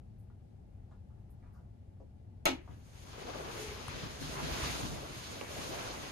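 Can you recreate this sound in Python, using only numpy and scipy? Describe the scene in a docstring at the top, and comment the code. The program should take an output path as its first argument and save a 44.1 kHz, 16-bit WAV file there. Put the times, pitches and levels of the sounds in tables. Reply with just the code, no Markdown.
"""In a small sleeping cabin with softly rumbling ventilation, a knob switch on a metal wall panel snaps over.
Fingers knock and brush the panel before; afterwards someone turns over, bedding rushes and rubs,
the frame creaks and the hand-held microphone takes up low bumps. Shaped noise makes the air, the bedding
and the rattle of the walls; struck resonances make the panel and the knocks; wavering tones the boom and creak."""
import sys
import numpy as np
from scipy import signal
from scipy.fft import rfft, irfft, next_fast_len
from scipy.io import wavfile

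SR = 44100
rng = np.random.default_rng(int(sys.argv[2]) if len(sys.argv) > 2 else 0)


def waveform_to_disk(signal):
    """Save audio, clipped to [-1, 1], as 16-bit WAV at the path in sys.argv[1]."""
    frames = np.transpose(np.atleast_2d(signal))
    scaled = np.clip(frames, -1, 1) * 32767
    samples = np.round(scaled).astype(np.int16)
    wavfile.write(sys.argv[1], SR, samples)


N = 269451

# Blows of the switch contacts. Each row: time in seconds, level in dB, sharpness as a treble limit in Hz.
CONTACTS = [(2.4545, -27, 12300), (2.4547, -41, 12000), (2.4557, -26, 13000), (2.4572, -32.5, 9000),
            (2.4588, -25, 3000), (2.4603, -21, 2700), (2.4652, -19, 1200), (2.4665, -17, 1100),
            (2.4711, -36, 4000), (2.4728, -40, 7000), (2.4838, -39, 7000), (2.5085, -42, 3500)]
# Left-right likeness of bedding, handling and rattle. Each row: frequency in Hz, shared part of the power (0 to 1).
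CLOSE_ALIKE = [(60, 0.37), (130, 0.57), (290, 0.65), (640, 0.5), (1400, 0.15), (3000, 0.047), (7000, 0.3),
               (15000, 0.094)]
# Turning over, seen from the microphone. Each row: time in seconds, extra level of the hiss below 3 kHz in dB,
# lean to the left in dB.
TURNING = [(2.6, 6, 1), (2.95, -1, 1), (3.2, 1, 3), (3.6, 1.5, 1.5), (3.95, 2.5, 2.5), (4.2, -1.5, 1),
           (4.45, 0.5, 0), (4.63, 4.5, 0), (4.75, -3, 0.5), (5.0, 0.5, .5), (5.6, -0.5, .5), (6.11, 1.5, 1)]
LEFT_LAG_S = 0.000446   # the left port lies further from the sources


def amp(db):
    """dB to gain."""
    return 10 ** (np.asarray(db) / 20)


def rms_one(x):
    """Scale to rms 1."""
    return x / np.sqrt(np.mean(x ** 2) + 1e-20)


def lean_left(db):
    """Channel gains, as a column, that make the left louder than the right by so many dB."""
    return amp([[db / 2], [-db / 2]])


def click_at(s, height):
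    """A single-sample click at a time in seconds."""
    click = np.zeros(N)
    click[round(s * SR)] = height
    return click


def low_pass(x, order, hz):
    """Roll off the treble above hz."""
    return signal.sosfilt(signal.butter(order, hz, fs=SR, output="sos"), x)


def in_time(rows):
    """Columns of a curve table, one value a sample."""
    s, *columns = np.transpose(rows)
    return [np.interp(np.arange(N) / SR, s, c) for c in columns]


def at_hz(points, hz):
    """Read a curve over frequency on a log axis."""
    point_hz, value = np.transpose(points)
    return np.interp(np.log(hz), np.log(point_hz), value)


def drift(rate):
    """Slow chance of spread 1: white noise through two equal low-passes at rate (Hz)."""
    step = 40   # samples between the computed points
    r = np.exp(-2 * np.pi * rate * step / SR)
    white = rng.standard_normal(N // step + 2002)
    slow = signal.lfilter([1], [1, -2 * r, r * r], white)[2000:]   # skip the settling
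    return np.interp(np.arange(N) / step, np.arange(len(slow)), rms_one(slow))


def ring(clicks, hz, t60):
    """A damped resonance: a unit click sets a sine ringing from height 1, 60 dB down after t60 seconds."""
    r, w = amp(-60 / (t60 * SR)), 2 * np.pi * hz / SR
    return signal.lfilter([0, np.sin(w)], [1, -2 * r * np.cos(w), r * r], clicks + 1e-18)


def noise(spectrum, likeness, shared_db, own_db, rate, envelope=lambda hz: 1):
    """Stereo noise of a given spectrum, in octave bands that flicker partly together; scaled before flicker."""
    hz = np.maximum(np.fft.rfftfreq(N + N % 2, 1 / SR), 1)
    alike = np.clip(at_hz(likeness, hz), 0, 1)
    common, left, right = rfft(rng.standard_normal((3, N + N % 2))) * amp(at_hz(spectrum, hz))
    late = np.exp(-2j * np.pi * hz * LEFT_LAG_S)
    shared = np.array([common * late, common])
    pair = np.sqrt(alike) * shared + np.sqrt(1 - alike) * np.array([left, right])
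    scale = np.std(irfft(pair))
    out, together = 0, drift(rate)
    low, high = np.log2(spectrum[0][0]), np.log2(spectrum[-1][0])
    for centre in np.arange(np.floor(low), high + 1):
        # overlapping windows that sum to 1
        window = np.cos(np.clip(np.log2(hz) - centre, -1, 1) * np.pi / 2) ** 2
        band = irfft(pair * window)[:, :N]
        flicker = amp(shared_db * together + own_db * drift(rate))
        out = out + band * flicker * envelope(2 ** centre)
    return out / scale


def crackle(per_s, low_hz, high_hz, spread_db, order):
    """Sparse uneven clicks in one band, own in each channel; rms 1."""
    sizes = amp(spread_db * np.minimum(rng.exponential(1, (2, N)), 4))
    sizes = sizes * rng.choice([-1, 1], (2, N))
    struck = rng.random((2, N)) < per_s / SR
    sos = signal.butter(order, [low_hz, high_hz], "band", fs=SR, output="sos")
    return rms_one(signal.sosfilt(sos, sizes * struck + 1e-18))


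def swell(s, attack_s, hold_s, release_s):
    """Rises straight, holds at 1, then dies exponentially."""
    t = np.arange(N) / SR - s
    return np.clip(t / attack_s, 0, 1) * np.exp(-np.maximum(t - attack_s - hold_s, 0) / release_s)


def push(s, hz, cycles):
    """A brief rounded wiggle centred on s: a sine under a bell whose width is set by cycles."""
    out = np.zeros(N)
    near = np.arange(round((s - .1) * SR), min(round((s + .1) * SR), N))
    t = near / SR - s
    out[near] = np.exp(-2 * (t * hz / cycles) ** 2) * np.sin(2 * np.pi * hz * t)
    return out


def burst(s, length_s, hz, spread, attack):
    """A puff of noise around one pitch, rms 1 before its rise and fade; attack is a share of its length."""
    t, out, start = np.arange(SR // 2) / SR, np.zeros(N + SR), round(s * SR)
    sos = signal.butter(3, [hz / spread, min(hz * spread, 14000)], "band", fs=SR, output="sos")
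    puff = rms_one(signal.sosfilt(sos, rng.standard_normal(SR))[-len(t):])
    out[start:start + len(t)] = puff * (1 - np.exp(-t / (attack * length_s))) * np.exp(-t / length_s)
    return out[:N]


def wavering(hz, width_hz, steady):
    """A rough narrow tone: a sine whose height and phase wander about a steady part."""
    phase = 2 * np.pi * np.cumsum(hz * np.ones(N)) / SR
    tone = (drift(width_hz) + steady) * np.sin(phase) + drift(width_hz) * np.cos(phase)
    return tone / np.hypot(1, steady)


def ventilation():
    """Steady low-heavy air noise, alike in both channels only in the bass."""
    # Colour of the air. Each row: frequency in Hz, relative level in dB per Hz.
    air_colour = [(12,-49), (20,-18), (54,-8.5), (106,-6.5), (156,-18.5), (200,-16.5), (300,-27), (400,-29),
                  (480,-33), (855,-34.5), (960,-46), (2930,-55), (8000,-63), (12400,-64), (13200,-89)]
    # Each row: frequency in Hz, left-right likeness (0 to 1).
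    air_alike = [(60, 0.94), (130, 0.97), (290, 0.19), (640, 0.23), (1400, 0.13), (3000, 0.1),
                 (15000, 0.077)]
    air = noise(air_colour, air_alike, shared_db=.2, own_db=.6, rate=8)
    return amp(-52.5) * air * lean_left(3)


def hands():
    """Knocks are a damped ring with a puff of noise about their pitch; brushes swell and fade."""
    # Soft knocks and ticks of hands and frame. Each row: start in seconds, level in dB, pitch in Hz,
    # t60 of the puff in seconds, lean to the left in dB.
    knock_rows = [(.301, -68, 900, 0.049, 0), (.911, -65, 850, 0.15, -3), (1.1, -75.5, 889, 0.14, -15),
                  (1.17, -76, 785, 0.15, -5), (1.292, -78, 643, 0.061, -6), (1.425, -71, 870, 0.48, -10),
                  (2.001, -53, 440, 0.077, 2), (2.038, -60, 336, 0.057, -2), (2.676, -54, 760, 0.078, 2),
                  (2.705, -69, 2120, 0.24, 7), (2.866, -49, 67, 0.15, 4), (4.049, -48, 250, 0.068, 1),
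                  (5.4123, -41.5, 584, 0.034, -20), (5.565, -40, 465, 0.071, -2)]
    # Dry brushes of skin on the knob. Each row: start in seconds, level in dB, fading time in seconds, pitch in Hz.
    brush_rows = [(0.18, -75, 0.036, 10700), (.905, -79, .025, 3500), (0.903, -82, 0.02, 6700),
                  (1.185, -86, .025, 10800), (1.298, -69, 0.018, 11200), (1.42, -71, 0.035, 1900),
                  (1.527, -67, 0.062, 710), (1.535, -78, .035, 5600), (1.53, -66, 0.045, 1200),
                  (1.522, -77, 0.035, 11500), (2.0, -81, 0.016, 5500)]
    ring_share = 0.11   # the pure ring dies sooner than the puff
    knocks = 0
    for s, db, hz, t60, lean_db in knock_rows:
        pure = ring(click_at(s, 1), hz, t60 * ring_share)
        puff = burst(s, t60 / np.log(1000), hz, spread=1.62, attack=0.099)
        knocks = knocks + amp(db) * (pure + puff) * lean_left(lean_db)
    brushes = sum(amp(db) * burst(s, fade_s, hz, spread=1.27, attack=0.55)
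                  for s, db, fade_s, hz in brush_rows)
    return knocks + brushes


def ticks():
    """Sharp ticks of the frame: a short rounded ring, some with a bare crack in front."""
    # Each row: start in seconds, level in dB, pitch in Hz, length in cycles, share of bare crack,
    # lean to the left in dB.
    tick_rows = [(.3015, -63, 1100, 1.2, 0, 0), (1.2955, -67, 900, 1.2, .5, -3),
                 (1.4275, -67, 1900, 2.0, 0, -3), (3.8827, -33.5, 1100, 1.4, .9, 6),
                 (5.4122, -33, 2600, 1.6, 0, -4)]
    out = np.zeros((2, N))
    for s, db, hz, cycles, crack, lean_db in tick_rows:
        click = low_pass(click_at(s, crack), 4, 13000)
        bare_crack = ring(click, 9600, 0.0026) + .5 * ring(click, 2900, 0.008)
        tick = push(s + cycles / hz / 2, hz, cycles) + bare_crack
        out += amp(db) * tick * lean_left(lean_db)
    return out


def cabin(x):
    """Close walls: eight damped feedback delays a side, each pass losing level and treble."""
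    t60_s, wall_cut_hz = 0.18, 6900
    size = next_fast_len(N + SR)
    w = 2 * np.pi * np.fft.rfftfreq(size)   # radians a sample
    dull = 1 / (1 + 1j * w * SR / (2 * np.pi * wall_cut_hz)) ** 0.41
    out = np.zeros((2, len(w)), complex)
    for k, lag in enumerate(rng.uniform(.003, 0.017, 16) * SR):
        loop = amp(-60 * lag / SR / t60_s) * dull * np.exp(-1j * w * lag)
        out[k % 2] += loop / (1 - loop) * (-1) ** (k // 2)
    return irfft(out * rfft(x, size), size)[:, :N]


def switch():
    """Each contact of the spring strikes every panel mode through its own softness."""
    # Ringing modes of the metal panel. Each row: frequency in Hz, level in dB, t60 in seconds.
    panel_modes = [(304, -10, 0.04), (581, -13, 0.059), (692, -13, 0.054), (874, -7, 0.037),
                   (1317, -9.5, 0.066), (1510, -13, 0.032), (2205, -5, 0.03), (2410, -13.5, 0.054),
                   (2728, -9.5, 0.062), (2906, -7.5, 0.077), (3490, -9, 0.043), (4060, -17, 0.051),
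                   (4145, -15, 0.073), (6440, -4, 0.011), (12550, 10.5, 0.0034)]
    clicks = np.array([low_pass(click_at(s, amp(db)), 2, min(sharp_hz, 20000))
                       for s, db, sharp_hz in CONTACTS])
    # every contact drives each mode by a slightly different amount
    strength = amp(rng.normal(0, 1.5, (len(panel_modes), len(CONTACTS))))
    strength = strength * (-1) ** np.arange(len(panel_modes))[:, None]
    bare_blow = amp(2) * clicks.sum(axis=0)
    return bare_blow + sum(amp(db) * ring(gains @ clicks, hz, t60)
                           for gains, (hz, db, t60) in zip(strength, panel_modes))


def rattle():
    """Too many wall and cabin modes to tell apart: noise that dies band by band."""
    # Wall and cabin answering the snap. Each row: frequency in Hz, relative level in dB per Hz.
    answer_colour = [(210, -24), (350, -4), (456, -17.5), (934, -10.5), (1110, -15), (1300, -20),
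                     (2200, -13.5), (4040, -15.5), (5100, -22), (6350, -18.5), (7540, -26), (12600, -34),
                     (13800, -35), (14500, -54)]
    # Each row: frequency in Hz, t60 in seconds.
    answer_t60 = [(350, 0.44), (700, 0.24), (1400, 0.29), (2800, 0.27), (5600, 0.17), (11000, 0.2)]
    t = np.arange(N) / SR - CONTACTS[0][0]

    def dying(hz):
        return (t > 0) * amp(-60 * np.maximum(t, 0) / at_hz(answer_t60, hz))

    return amp(-27) * noise(answer_colour, CLOSE_ALIKE, shared_db=0, own_db=1, rate=59, envelope=dying)


def boom():
    """The hollow wall takes up the snap a moment later and hums on two close notes."""
    hz, delay_s = 263, 0.0236
    lower = wavering(hz, width_hz=12, steady=2.2)
    upper = wavering(1.18 * hz, width_hz=12, steady=2.5)
    shape = swell(CONTACTS[0][0] + delay_s, attack_s=0.0055, hold_s=0.062, release_s=0.01)
    return amp(-39) * shape * (lower + amp(-7) * upper)


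def bedding():
    """Cloth sliding on cloth: a bright hiss, a duller rub and lumpy bumps on the microphone."""
    # Colours of the hiss, the rub and the handling rumble. Each row: frequency in Hz, relative level in dB per Hz.
    hiss_colour = [(530, -47), (900, -18), (988, -7.5), (1420, -12), (2230, -8), (3590, -9.5),
                   (4530, -10.5), (5650, -11.5), (6650, -8.5), (7920, -19.5), (9210, -14), (10200, -17.5),
                   (12600, -19), (13900, -24.5), (14500, -69)]
    rub_colour = [(120, -41), (200, -7.5), (236, -3), (398, 1.5), (441, -0.5), (663, 0), (1300, -6.5),
                  (1690, -8.5), (2860, -120)]
    rumble_colour = [(15, -71), (25, -15), (65, 3.5), (102, -12), (140, 4.5), (188, -10), (260, -4),
                     (340, -18.5), (570, -120)]
    # Turning over. Each row: time in seconds, cloth hiss in dB, rub over the hiss in dB,
    # extra treble of the hiss in dB.
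    slide = [(2.72, -71, 7, 0.5), (2.84, -71.5, 1, 2), (3.01, -58.5, -3.5, -2), (3.3, -50, 4, -7.5),
             (3.62, -46.5, -2, -1.5), (3.79, -50, -3, -7.5), (4.03, -46.5, -2, -7), (4.18, -51, -1.5, -5),
             (4.23, -46.5, -4.5, -2.5), (4.48, -43.5, 2, -4.5), (4.56, -43, -2.5, -1.5), (4.64, -41, 0, -3),
             (4.72, -40, -6, -2.5), (4.84, -43, -2.5, -2.5), (4.92, -47, -2, -1), (5.02, -50, 0.5, -3.5),
             (5.14, -48.5, -1.5, -3), (5.27, -49.5, -4.5, -2), (5.33, -47, -0.5, -3.5), (5.46, -49, -2, -4),
             (5.57, -45, -3, -1), (5.87, -45.5, 2, -5), (6.0, -47, -1.5, -4), (6.11, -47.5, -1.5, -6.5)]
    # Bumps of the hand on the microphone. Each row: time of the top in seconds, rumble in dB, thud in dB, thud in Hz.
    bump_rows = [(2.702, -51, -56, 120), (3.889, -59, -43, 110), (3.945, -51, -37.5, 149),
                 (4.039, -46, -45, 100), (4.218, -47, -52, 151), (4.433, -43, -39, 170),
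                 (4.524, -46, -37, 60), (4.631, -48, -39, 70), (4.699, -51, -41, 100),
                 (4.835, -43, -32.5, 111), (4.909, -45.5, -43, 109), (5.59, -54, -46, 100)]
    fade_in_s, rise_s, fall_s = .15, 0.015, 0.059
    hiss_db, body_db, treble_db = in_time(slide)
    middle_db = in_time(TURNING)[0]
    moving = swell(slide[0][0] - fade_in_s, fade_in_s, N / SR, 1)

    def tilt(hz):
        # the extra treble sets in at 4 kHz and is full from 8 kHz
        return amp(treble_db * np.clip(np.log2(hz / 4000), 0, 1) + middle_db * (hz < 3000))

    hiss = noise(hiss_colour, CLOSE_ALIKE, shared_db=.7, own_db=1.2, rate=12, envelope=tilt)
    hiss = hiss + amp(-11) * crackle(160, 600, 4500, spread_db=2, order=3)
    rub = noise(rub_colour, CLOSE_ALIKE, shared_db=0.18, own_db=2.5, rate=21.5)
    cloth = moving * amp(hiss_db) * (hiss + amp(body_db) * rub)

    rumble = noise(rumble_colour, CLOSE_ALIKE, shared_db=0, own_db=0.8, rate=13)
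    # small random knocks within the rumble
    rumble = rumble + amp(-6.5) * crackle(45, 92, 373, spread_db=3.5, order=2)
    # steady handling follows 0.88 of the swing of the hiss: -53.5 dB where the hiss is at -46.5 dB
    handling = moving * amp(-53.5 + 0.88 * (hiss_db + 46.5))
    bumps = sum(amp(db) * swell(s - rise_s, rise_s, 0, fall_s) for s, db, _, _ in bump_rows)
    thuds = sum(amp(db) * push(s, hz, cycles=0.99) for s, _, db, hz in bump_rows)
    return cloth + (handling + bumps) * rumble + thuds


def creak():
    """The frame groans as the weight shifts: a sagging, wobbling rough tone with its octave."""
    start_s, length_s, attack_s = 3.3, 0.505, 0.23
    pitch_hz, sag_hz_per_s, wobble_hz = 465, 70, 16
    since = np.clip(np.arange(N) / SR - start_s, 0, length_s)
    hz = pitch_hz - sag_hz_per_s * since + wobble_hz * drift(6.17)
    shape = swell(start_s, attack_s, length_s - attack_s, release_s=0.012)
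    groan = wavering(hz, width_hz=38, steady=1)
    octave = wavering(2 * hz, width_hz=38, steady=.5)
    return amp(-49.5) * shape * (groan + amp(-12.5) * octave)


def scene():
    """The panel leans left in level; the cabin walls answer it, swallowing the highest treble."""
    vent, touch, tick, snap = ventilation(), hands(), ticks(), switch()
    heard = snap + (amp(4) * touch + amp(-4) * tick).mean(axis=0)   # what reaches the walls
    room = amp(-13.5) * cabin(low_pass(heard, 2, 9000))
    near = snap + boom()
    panel = np.array([np.roll(near, round(LEFT_LAG_S * SR)), near]) + rattle()
    lean_db = in_time(TURNING)[1]
    turning_over = (bedding() + creak()) * amp([lean_db / 2, -lean_db / 2])
    return panel * lean_left(1.8) + touch + tick + room + vent + turning_over


def record(dry):
    """The top is cut steeply: 70 dB down from 16.5 kHz."""
    return signal.sosfilt(signal.cheby2(14, 70, 16500, fs=SR, output="sos"), dry)


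dry = scene()
out = record(dry)
waveform_to_disk(out)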